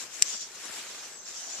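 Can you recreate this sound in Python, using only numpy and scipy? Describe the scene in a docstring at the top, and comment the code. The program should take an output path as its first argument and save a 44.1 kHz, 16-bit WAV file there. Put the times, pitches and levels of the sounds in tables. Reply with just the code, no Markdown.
"""A sleeve rustles and a fishing line hisses over the soft wash of a slow creek, with one sharp click.
An angler is lifting a rod close by: cloth rubs, and the line slides through the rod's guide rings
and whistles when taut. The click is a knock of the tackle; a few drips and a faint hum lie behind.
The two microphone ports (small openings) each ring at their own treble pitch."""
import sys
import numpy as np
from scipy import signal
from scipy.fft import rfft, irfft
from scipy.io import wavfile
from scipy.ndimage import uniform_filter1d

SR = 44100
rng = np.random.default_rng(int(sys.argv[2]) if len(sys.argv) > 2 else 0)


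def generate_wav(sig):
    """Save sig (samples, or channels by samples) to the path in sys.argv[1] as 16-bit PCM at SR."""
    pcm = np.round(np.clip(np.atleast_2d(sig).T, -1, 1) * 32767).astype(np.int16)
    wavfile.write(sys.argv[1], SR, pcm)


N = 70560
TIME = np.arange(N) / SR


def amp(db):
    """Turns decibels into a gain."""
    return 10 ** (np.asarray(db) / 20)


def unit(x):
    """Scales a sound to an average power of 1."""
    return x / np.sqrt(np.mean(x ** 2) + 1e-20)


def pan(db):
    """Left and right gains that make the left side db louder."""
    return amp(np.array([[.5], [-.5]]) * db)


def at_hz(table, hz):
    """Reads between a table's rows on a logarithmic frequency scale."""
    f, value = np.transpose(table)
    return np.interp(np.log(hz + 1), np.log(f + 1), value)


def over_time(table):
    """Joins a table's timed points with straight lines."""
    return np.interp(TIME, *np.transpose(table))


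def arch(start, length):
    """A smooth rise and fall."""
    return np.sin(np.pi * np.clip((TIME - start) / length, 0, 1))


def add(mix, start, sound):
    """Mixes a sound in at a time in seconds."""
    part = mix[max(round(start * SR), 0):][:len(sound)]
    part += sound[:len(part)]


def colour(x, spectrum):
    """Sets a sound's balance of bass and treble, at an average power of 1."""
    gain = amp(at_hz(spectrum, np.fft.rfftfreq(N, 1 / SR)))
    return unit(irfft(rfft(x) * gain, N))


def noise(spectrum, patchy_db, flicker_db):
    """Stereo noise with drifting louder patches and a quick flicker across wide bands."""
    # how alike left and right are: f/Hz, correlation (1 = the same)
    likeness = [(20, 0.025), (150, 0.84), (370, 1), (700, 0.83), (1300, 0.56), (2300, .45), (4000, 0.12),
                (6000, 0), (14000, 0)]
    hz = np.fft.rfftfreq(512, 1 / SR)
    shape = (N // 128 + 5, len(hz))  # time steps, frequencies
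    a, b, c, d, slow, fast = (rng.standard_normal(shape) for _ in range(6))
    patches = unit(uniform_filter1d(uniform_filter1d(slow, size=14, axis=0), size=6, axis=1))
    flicker = unit(uniform_filter1d(uniform_filter1d(fast, size=3, axis=0), size=70, axis=1))
    same = np.clip(at_hz(likeness, hz), -1, 1)
    left = a + 1j * b
    right = same * left + np.sqrt(1 - same ** 2) * (c + 1j * d)
    grid = np.array([left, right]) * amp(patchy_db * patches + flicker_db * flicker)
    white = signal.istft(grid, nperseg=512, noverlap=384, time_axis=1, freq_axis=2)[1][:, :N]
    return colour(white, spectrum)


def friction(spectrum, slips_per_s, slips_db, patchy_db, flicker_db):
    """Many sliding fibres blur into a hiss, with single slips standing out."""
    slips = (rng.random(N) < slips_per_s / SR) * rng.standard_normal((2, N))
    return unit(noise(spectrum, patchy_db, flicker_db) + amp(slips_db) * colour(slips, spectrum))


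def bubble(hz, t60):
    """A tone that fades by 60 dB in t60 seconds and rises as the bubble nears the surface."""
    t = np.arange(0, t60, 1 / SR)
    return amp(-60 * t / t60) * np.sin(2 * np.pi * hz * t * (1 + 0.051 * t / t60))


def creek():
    """Running water makes a soft wash, with small bubbles ringing all around."""
    # tone of the wash: f/Hz, relative level/dB
    wash_tone = [(20, -20), (70, -19), (150, -4.5), (350, 0), (700, -1.5), (1600, 0), (3000, -17.5),
                 (6000, -12.5), (10000, -18.5), (14000, -5.5)]
    bubbles_per_s, sizes, ring_cycles = 70, 24, 36
    bubbles = np.zeros((2, N))
    for hz in np.geomspace(400, 3500, sizes):
        pops = (rng.random(N) < bubbles_per_s / sizes / SR) * rng.uniform(.3, 1, N)
        left_share = rng.uniform(.2, .8)
        ringing = signal.oaconvolve(pops, bubble(hz, ring_cycles / hz))[:N]
        bubbles += np.sqrt([[left_share], [1 - left_share]]) * ringing
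    return amp(-52.5) * noise(wash_tone, patchy_db=2, flicker_db=1) + amp(-65) * unit(bubbles)


def hum(hz=95):
    """A faint, wavering, distant drone."""
    waver = unit(uniform_filter1d(rng.standard_normal(N), size=4000))
    pitch = hz * (1 + 0.033 * waver)
    return amp(-79.5) * unit(np.sin(2 * np.pi * np.cumsum(pitch) / SR))


def sleeve():
    """Cloth rubs as the arm moves, flaps softly where it folds and drags as the arm lifts."""
    # tone of the rub, flaps and drag: f/Hz, relative level/dB
    rub_tone = [(30, -47), (150, -17), (400, 2.5), (1000, -1.5), (1700, 2.5), (2600, 0), (3500, -4),
                (5000, -6.5), (8000, -3), (14000, -2)]
    flap_tone = [(30, -35), (120, -18.5), (250, -2), (400, -3), (650, 0), (1200, -5), (2500, -42),
                 (14000, -42)]
    drag_tone = [(30, -42), (250, -6.5), (480, -10), (660, 1.5), (900, -6), (2000, -36), (14000, -39)]
    # loudness of the rub: t/s, level/dB
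    rub_level = [(0, -40.5), (.03, -43), (.085, -54), (.15, -45), (.25, -45), (.32, -44), (.39, -54.5),
                 (.49, -51.5), (.6, -46.5), (.65, -44), (.72, -42), (.78, -39.5), (.815, -42), (.95, -46),
                 (1.06, -47), (1.13, -50), (1.19, -61.5), (1.25, -59.5), (1.3, -48), (1.45, -49),
                 (1.6, -48)]
    # each flap and drag: t/s, length/s, level/dB
    flaps = [(-.03, 0.14, -53), (0.243, 0.031, -52), (0.326, 0.037, -50), (.63, .045, -47),
             (0.681, 0.043, -50), (0.773, 0.028, -49), (0.811, 0.41, -57), (1.306, 0.043, -63)]
    drags = [(1.375, 0.24, -54.5)]
    rub = friction(rub_tone, slips_per_s=700, slips_db=-8, patchy_db=1.5, flicker_db=1.2)
    flap = noise(flap_tone, patchy_db=2.5, flicker_db=-2.5)
    drag = noise(drag_tone, patchy_db=1.5, flicker_db=-0.5)
    rub *= amp(over_time(rub_level))
    flap *= sum(amp(db) * arch(start, length) for start, length, db in flaps)
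    drag *= sum(amp(db) * arch(start, length) for start, length, db in drags)
    return rub + flap + pan(-8) * drag


def line_hiss():
    """The line hisses as it slides through the guide rings."""
    # tone of the hiss: f/Hz, relative level/dB
    hiss_tone = [(30, -32), (1500, -24), (3000, -9.5), (4300, -8.5), (5400, -1), (6300, 4), (7100, -0.5),
                 (8000, -10.5), (9500, -22), (14000, -20.5)]
    # loudness of the hiss: t/s, level/dB
    hiss_level = [(0, -42.5), (.035, -46), (.085, -54), (.14, -48.5), (.21, -48), (.27, -40.5),
                  (.33, -38.5), (.375, -41.5), (.392, -44), (.425, -41), (.485, -54), (.55, -50),
                  (.59, -50), (.64, -46.5), (.71, -53.5), (.76, -46), (.83, -52.5), (.89, -47.5),
                  (1.05, -50), (1.22, -56.5), (1.28, -45), (1.33, -46.5), (1.41, -43.5), (1.46, -45.5),
                  (1.53, -42), (1.6, -44)]
    hiss = friction(hiss_tone, slips_per_s=700, slips_db=-6.5, patchy_db=3.5, flicker_db=0.4)
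    return amp(over_time(hiss_level)) * hiss


def line_whistles(sag=0.03):
    """The taut line whistles: a narrow band of noise that sinks in pitch."""
    # each whistle: t/s, length/s, middle f/Hz, width/Hz, level/dB
    whistles = [(0.098, 0.22, 7730, 400, -58), (1.018, 0.052, 6450, 50, -51.5),
                (1.098, 0.11, 7770, 260, -54), (1.151, .09, 6320, 260, -51.5), (1.2, .09, 7550, 300, -58)]
    offset_hz = np.fft.fftfreq(N, 1 / SR)
    out = np.zeros((2, N))
    for start, length, hz, width, db in whistles:
        pitch = hz * (1 - sag * np.clip(2 * (TIME - start) / length - 1, -1, 1))
        band = np.fft.fft(rng.standard_normal((2, N))) / (1 + (2 * offset_hz / width) ** 2)
        fuzz = np.fft.ifft(band * np.exp(2j * np.pi * rng.random(N)))
        whistle = (fuzz * np.exp(2j * np.pi * np.cumsum(pitch) / SR)).real  # moves the band up to pitch
        out += amp(db) * arch(start, length) * unit(whistle)
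    return out


def tackle():
    """Hard knocks give a tiny push of air and a high ring; rod and body scatter a brief echo."""
    # each knock: t/s, relative level/dB
    clicks = [(0.2189, -26.5), (0.223, 1.5), (0.227, -17), (0.3274, -29), (0.4185, -29.5)]
    # ringing tones of the tackle: f/Hz, relative level/dB, time to fade 60 dB/s, left minus right/dB
    tones = [(2180, -22.5, 0.0042, 5), (2690, -13.5, 0.0043, 0), (4170, -21.5, .008, 4),
             (5160, -21.5, .009, 10), (5890, -5, 0.0056, -1.5), (7263, -6.5, 0.0052, -0.5),
             (7726, -8.5, 0.0041, 4.5), (8670, -6.5, 0.0043, -1), (11220, -13.5, 0.0047, 3.5),
             (13380, -14, 0.0037, 11.5)]
    rise_s, push_s, echo_t60_s = 0.00016, 0.00008, 0.023
    t, knocks = TIME[:SR // 10], np.zeros((2, N))
    ring = sum(pan(side_db) * amp(db - 60 * t / t60) * np.sin(2 * np.pi * hz * t)
               for hz, db, t60, side_db in tones)
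    ring *= 1 - np.exp(-t / rise_s)
    ring = signal.sosfilt(signal.butter(2, 1400, "high", fs=SR, output="sos"), ring)
    push = pan(19.5) * amp(-23.5) * t / push_s * np.exp(-t / push_s)
    for start, db in clicks:
        for channel, sound in zip(knocks, ring + push):
            add(channel, start, amp(db + 0.5) * sound)
    echo = rng.standard_normal((2, len(t))) * amp(-60 * t / echo_t60_s) * (t > .003)
    echo = amp(-11) * unit(echo) / np.sqrt(len(t))
    echo = signal.sosfilt(signal.butter(2, 6000, fs=SR, output="sos"), echo)
    return knocks + signal.oaconvolve(knocks, echo, axes=1)[:, :N]


def drips():
    """A few drops land on the water nearby, each ringing as a bubble."""
    # each drop: t/s, f/Hz, level/dB, time to fade 60 dB/s
    drops = [(.283, 1840, -31, 0.0029), (.709, 1580, -35, 0.01), (1.199, 580, -50.5, 0.057),
             (1.587, 1190, -36.5, 0.0073)]
    out = np.zeros(N)
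    for start, hz, db, t60 in drops:
        add(out, start, amp(db) * bubble(hz, t60))
    return out


def scene():
    """Water, angler and tackle together; sleeve and line move from side to side with the hand."""
    # where the hand is: t/s, left minus right/dB
    hand_side = [(0, 1.5), (.3, 1.5), (.45, -0.5), (.72, 2), (.9, -3), (1.15, -1.5), (1.35, -1), (1.6, -.5)]
    hand = pan(over_time(hand_side))
    return creek() + hum() + hand * (sleeve() + line_hiss() + line_whistles()) + tackle() + drips()


def port(x, response):
    """A microphone's opening boosts some pitches and dulls others."""
    log_gain = np.log(amp(at_hz(response, abs(np.fft.fftfreq(4096, 1 / SR)))))
    ring = np.fft.ifft(np.exp(np.conj(signal.hilbert(log_gain)))).real  # rings only after a sound
    return signal.oaconvolve(x, ring[:len(ring) // 2])[:N]


def record(dry):
    """The two ports ring, peaks clip at full scale and the highest treble is cut."""
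    # boost or cut of the ports: f/Hz, left/dB, right/dB
    ports = [(19.8, 3.5, -2), (500, -3.5, -2), (1980, 2.5, 2.5), (4300, 6.5, 7), (5620, 4, 6.5),
             (6220, 3, 2), (6520, 3.5, 1.5), (7430, 12.5, -6), (8240, 7, -3.5), (9310, 1.5, -11),
             (10900, -2.5, -12.5), (13200, -6.5, -17.5)]
    left = port(dry[0], [(hz, db) for hz, db, _ in ports])
    right = port(dry[1], [(hz, db) for hz, _, db in ports])
    lowpass = signal.firwin(511, cutoff=14250, window=("kaiser", 9), fs=SR)
    return signal.oaconvolve(np.clip([left, right], -1, 1), lowpass[None], "same")


dry = scene()
out = record(dry)
generate_wav(out)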